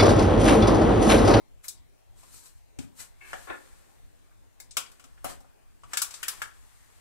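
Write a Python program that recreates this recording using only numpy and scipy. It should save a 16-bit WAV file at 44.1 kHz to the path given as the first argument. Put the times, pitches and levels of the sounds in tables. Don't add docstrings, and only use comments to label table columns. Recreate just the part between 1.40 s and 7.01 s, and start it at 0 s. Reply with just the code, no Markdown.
import sys
import numpy as np
from scipy import signal
from scipy.fft import rfft, irfft
from scipy.io import wavfile
from scipy.ndimage import uniform_filter1d

SR = 44100
rng = np.random.default_rng(int(sys.argv[2]) if len(sys.argv) > 2 else 0)


def wav_out(sig):
    wavfile.write(sys.argv[1], SR, np.round(np.clip(np.atleast_2d(sig).T, -1, 1) * 32767).astype(np.int16))


N = 247312


def amp(db):
    return 10 ** (np.asarray(db) / 20)


def evened(x):
    return x / np.sqrt(np.mean(x ** 2) + 1e-20)


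def peaked(x, db):
    return amp(db) * x / np.abs(x).max()


def read(points, hz):
    f, value = np.transpose(points)
    return np.interp(np.log(hz + 1), np.log(f + 1), value)


def colour(x, points):
    size = x.shape[-1]
    gain = amp(read(points, np.fft.rfftfreq(size, 1 / SR)))
    return irfft(rfft(x) * gain, size)


def curve(points):
    times, levels = np.transpose(points)
    return np.interp(np.arange(N) / SR, times, levels)


def ring(t, hz, db, t60):
    return amp(db - 60 * t / t60) * np.sin(2 * np.pi * hz * t)


def grit(grain_db, size):
    snags = evened(uniform_filter1d(rng.standard_normal(N), size))
    return evened(rng.standard_normal((2, N)) * amp(grain_db * snags))


def tap(row, noise, lead):
    # (frequency [Hz], level [dB])
    steel = [(4800, -6), (5000, -1), (5600, -1), (6500, -2), (7900, 1), (9000, -4)]
    # (frequency [Hz], level [dB], t60 [s])
    tines = [(3910, -8, 0.034), (4850, -2, 0.053), (5290, -7.5, 0.036), (5970, -17, 0.045),
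             (7100, -22, 0.02), (8200, -19, 0.023), (8970, -6, 0.029), (10500, -12, 0.032),
             (11700, -12, 0.027)]
    # (frequency [Hz], level [dB], t60 [s])
    board_modes = [(571, -24, 0.084), (586, -6.5, 0.044), (747, 6, 0.021), (825, -5, 0.024)]
    dip_db = -4.5

    _, crack_db, heft_db, edge_db, knock_hz, knock_db, board_db = row
    t = np.arange(len(noise)) / SR
    spectrum = [(900, heft_db - 46), (2300, heft_db), (3300, heft_db), (3600, dip_db), (4400, dip_db),
                *steel, (10000, edge_db), (15600, edge_db - 7.0)]

    burst = noise * amp(-60 * t / 0.011)
    burst /= np.linalg.norm(burst)
    click = 1.0 * (t == 0)
    rings = np.zeros(len(t))
    for (hz, db, t60), grip in zip(tines, noise[-len(tines):]):
        rings += ring(t, hz, db - 36 + 3 * grip, t60)
    crack = colour(np.roll([burst + rings, click + rings], lead, 1), spectrum)

    knock = ring(t, knock_hz, 0, 15 / knock_hz)
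    knock += ring(t, 1.44 * knock_hz, -16, 0.014)
    knock += ring(t, 0.85 * knock_hz, -9, 0.016)
    knock *= (1 - np.exp(-2 * t * knock_hz)) ** 2

    board = sum(ring(t, *mode) for mode in board_modes)
    board *= (1 - np.exp(-t / 0.0008)) ** 2

    body = peaked(knock, knock_db - 1.5) + peaked(board, board_db - 11.0)
    body_share = amp([[3], [-2.5]])
    return amp(crack_db) * (peaked(crack, 7.4) + np.roll(body, lead) * body_share)


def taps():
    # (time [s], crack level [dB], heft: crack filter at 2.3-3.3 kHz [dB], edge: crack filter at 10 kHz [dB],
    #  knock frequency [Hz], knock level re crack level [dB], board level re crack level [dB])
    strikes = [(0.2434, -40.5, -14, 21, 2135, -5.5, -36), (0.2533, -38, -22, 9, 1440, -19, -34),
               (0.2821, -22, -17, -1, 1720, -32, -49), (0.832, -51, 1, -9, 1000, -2, 0),
               (1.3879, -35.5, 0, -11, 1770, -13.5, -6.5), (1.9315, -38, 8, -28, 1660, 10.5, 11.5),
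               (2.9153, -72.5, -11, -9, 1470, 13, -4), (3.2012, -33.5, -28, -0.5, 2087, -12.5, -17),
               (3.3098, -40, -11, -20, 1780, -27, -47), (3.3692, -13, 0, -2.5, 1370, -12.5, -15.5),
               (3.5162, -46, -6, -2.5, 1440, -10, -11), (3.5968, -44.5, 2, -4, 1390, -8, -8),
               (3.6406, -43, 0, -4.5, 1310, -9, -8), (3.777, -60.5, 8, -12, 1750, 8, 0),
               (3.8443, -24.5, 3, 7.5, 1213, -6.5, 3.5), (4.0048, -50.5, -22, 0, 1410, -8, 4),
               (4.0444, -68, -12, -9, 1250, 12, 21), (4.4352, -50.5, 3.5, -31, 1170, 7, 1),
               (4.5335, -23.5, -0.5, -9, 1675, -4.5, -10.5), (4.572, -14, -4.5, -4, 1652, -12, -54),
               (4.6186, -12, -9, 1, 1370, -17.5, -57), (4.708, -33.5, -3, -5, 960, -20, -36),
               (4.7399, -32, -10, -28, 1240, -14, -40), (4.8298, -22, 3, -1, 1830, -7, -54),
               (4.8819, -15, -3, 3, 1646, -16.5, -44), (5.0182, -26, 2.5, -3.5, 1630, 2.5, -35)]
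    lag, lead = 7, 40
    pan = amp([[2], [-2]])

    straight, sends = np.zeros((2, N)), np.zeros((3, 2, N))
    noise = rng.standard_normal((len(strikes), 4096))
    for k, row in enumerate(strikes):
        near, sent = tap(row, noise[k], lead)
        start = round(row[0] * SR) - lead
        span = slice(start, start + len(near))
        straight[:, span] += [near, np.roll(near, -lag)] * pan
        sends[k % 3, :, span] += sent * pan
    echoes = sum(room(send) for send in sends)
    return amp(1.0) * straight + amp(7.5) * echoes


def thumps():
    # (time [s], level ahead of the thump's own peak level [dB])
    hits = [(1.3873, -34.5), (1.9318, -54.5), (3.3689, -50.5), (3.6395, -56), (3.8454, -41),
            (4.0043, -58.5)]
    # (frequency [Hz], level [dB], t60 [s])
    counter = [(71.4, -6, 0.054), (119, -4.5, 0.075), (157, 1, 0.042), (265.3, 1.5, 0.062),
               (320, 10.5, 0.016)]

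    t, blows = np.arange(SR) / SR, np.zeros(N)
    for time, db in hits:
        blows[round(time * SR)] = amp(db)
    thump = sum(ring(t, *mode) for mode in counter)
    thump *= (1 - np.exp(-t / 0.0035)) ** 2
    shaken = signal.oaconvolve(blows, peaked(thump, 4.8))[:N]
    felt = shaken * np.array([[0.9], [-0.15]])
    return felt + amp(-3.0) * room(felt)


def rubbing():
    # (time at full level [s], swell [s], held [s], hiss level [dB], duller part re hiss [dB])
    rubs = [(0.243, 0.021, 0.0029, -49, -10), (0.28, 0.007, 0.0035, -56, -17),
            (0.783, 0.073, 0.15, -62, -7.5), (0.938, 0.04, 0.048, -54.5, -16),
            (1.059, 0.1, 0.0073, -52.5, -13.5), (1.168, 0.077, 0.0057, -71, -10),
            (1.4, .01, 0.031, -59, -3), (1.601, 0.056, 0.0055, -42, -9.5),
            (3.854, 0.018, 0.0017, -45.5, 1.5), (3.897, 0.033, 0.0019, -46.5, -1.5),
            (4.53, 0.083, 0.051, -55.5, 2.5), (4.739, 0.039, 0.0065, -52, -7.5),
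            (4.88, 0.041, 0.045, -52, -1.5)]
    # (time [s], level [dB])
    rustle = [(0.0, -83.5), (0.76, -80), (1.54, -81.5), (1.78, -73), (1.89, -55), (2.01, -55.5),
              (2.14, -60), (2.46, -67.5), (2.65, -73.5), (3.3, -78), (3.48, -65), (3.65, -70.5),
              (4.27, -78), (4.49, -72), (4.7, -58), (5.04, -55), (5.12, -65.5), (5.6, -66)]
    # (frequency [Hz], density [dB per Hz])
    hiss_spectrum = [(1470, -18), (2500, -15.5), (3430, -12.5), (4380, -5.5), (4780, -9.5), (8040, -3.5),
                     (14200, -11), (16100, -35), (16500, -54)]
    # (frequency [Hz], density [dB per Hz])
    dull_spectrum = [(120, -79), (200, -13.5), (727, -6.5), (1170, 0), (1260, -2), (1660, -1), (4000, -11),
                     (5200, -14), (8800, -120)]
    swell_db, fall_db_per_s = 30, 344

    hiss = evened(colour(grit(0.95, size=60), hiss_spectrum))
    dull = evened(colour(grit(1.3, size=200), dull_spectrum))
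    t, strokes = np.arange(N) / SR, np.zeros((2, N))
    for full, swell, held, hiss_db, dull_db in rubs:
        before = np.maximum(full - t, 0)
        after = np.maximum(t - full - held, 0)
        below_db = swell_db / swell * before + fall_db_per_s * after
        strokes += amp(hiss_db - below_db) * (hiss + dull * amp(dull_db))
    clothes = amp(curve(rustle)) * (hiss + dull * amp(-1.0))[::-1]
    return amp(-3.0) * strokes + amp(-1.5) * room(strokes) + clothes


def scrape(points, resonances, grain_db):
    hz, t = np.fft.rfftfreq(N, 1 / SR), np.arange(N) / SR
    body = sum(amp(db) / (1 + 1j * (hz - f) / width) ** 2 for f, width, db in resonances)
    slips = evened(irfft(rfft(grit(grain_db, size=300)) * body, N))
    fade = np.clip(np.minimum(t - points[0][0], points[-1][0] - t) / 0.0027, 0, 1)
    stroke = amp(curve(points)) * fade * slips
    return amp(-2.5) * stroke + amp(-1.5) * room(stroke)


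def slide():
    # (time [s], level [dB])
    path = [(1.805, -63), (1.815, -49.5), (1.839, -52.5), (1.925, -56)]
    # (frequency [Hz], width [Hz], level [dB])
    resonances = [(382, 25, -4), (1260, 310, -11.5), (1690, 240, -0.5), (2220, 180, 3.5), (2510, 100, -5),
                  (2563, 58, -9)]
    return scrape(path, resonances, grain_db=2.0)


def drag():
    # (time [s], level [dB])
    path = [(2.07, -50), (2.074, -46.5), (2.11, -37.5), (2.146, -43.5), (2.18, -69), (2.242, -66.5),
            (2.75, -85)]
    # (frequency [Hz], width [Hz], level [dB])
    resonances = [(291, 15, -0.5), (360, 37, 2.5), (532, 30, 5.5), (825, 76, 4), (1086, 92, 2),
                  (1410, 92, 4), (1750, 130, 6), (2120, 150, 0), (2550, 76, -3), (3560, 230, -11.5)]
    return scrape(path, resonances, grain_db=3.4)


def hum():
    # (frequency [Hz], density [dB per Hz])
    spectrum = [(8.8, -42), (15, 2.5), (98, -3.5), (171, -14), (250, -11), (462, -14), (505, -15.5),
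                (855, -13.5), (1290, -18), (1730, -19), (4410, -25.5), (4820, -26.5), (13100, -30),
                (15100, -30.5), (16500, -33)]
    frames, hz = N // 512 + 5, np.fft.rfftfreq(2048, 1 / SR)
    a, b, c, d, patches = rng.standard_normal((frames, 1025, 5)).T
    patches = evened(uniform_filter1d(uniform_filter1d(patches, 16, 0), 10, 1))
    level_db = read(spectrum, hz)[:, None] + 2.73 * patches
    bins = np.array([a + 1j * b, c + 1j * d]) * amp(level_db)
    noise = signal.istft(bins, nperseg=2048, noverlap=1536)[1][:, :N]
    return amp(-64.5) * evened(noise)


def room(x):
    # (frequency [Hz], t60 [s])
    decay = [(100, 0.41), (250, 0.49), (660, 0.32), (1740, 0.28), (4590, 0.21), (9000, 0.2), (15000, 0.15)]
    size = SR // 2
    echoes = np.zeros((2, size))
    at = np.arange(70, size - 4, 4) + rng.integers(0, 4, (2, (size - 71) // 4))
    np.put_along_axis(echoes, at, rng.choice([-1., 1.], at.shape), 1)
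    echoes *= 1 + 1.5 * np.exp(-np.arange(size) / SR / 0.01)
    hz, t, bins = signal.stft(echoes, SR, nperseg=256)
    fading = bins * amp(-60 * t / read(decay, hz)[:, None])
    tail = signal.istft(fading, SR, nperseg=256)[1]
    return signal.fftconvolve(x, tail / np.linalg.norm(tail[0]), axes=1)[:, :N]


def scene():
    leftward = amp([[1.5], [-1.5]])
    return taps() + thumps() + (rubbing() + slide() + drag() + hum()) * leftward


def record(dry):
    # (frequency [Hz], gain [dB])
    widen = [(60, 15.5), (110, 16), (200, 7), (380, 5.5), (700, 5), (1290, -0.5), (2380, -0.5), (4400, 0.5),
             (8120, 0.5), (15000, -0.5)]
    # (frequency [Hz], level difference [dB])
    lean = [(110, 0.46), (300, -2.5), (700, 2), (1290, -1), (2380, 1.5), (4400, -1), (8120, 6),
            (15000, -7.5)]
    # (frequency [Hz], gain [dB])
    top = [(15600, 0), (16000, -22)]

    mid = colour((dry[0] + dry[1]) / 2, top)
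    side = colour(colour((dry[0] - dry[1]) / 2, widen), top)
    half_lean = np.array(lean) / [1, 2]
    left = colour(mid + side, half_lean)
    right = colour(mid - side, half_lean * [1, -1])
    band_limit = signal.firwin(301, 16600, window=("kaiser", 9), fs=SR)
    return signal.oaconvolve(np.array([left, right]), band_limit[None], "same")


dry = scene()
out = record(dry)
wav_out(out)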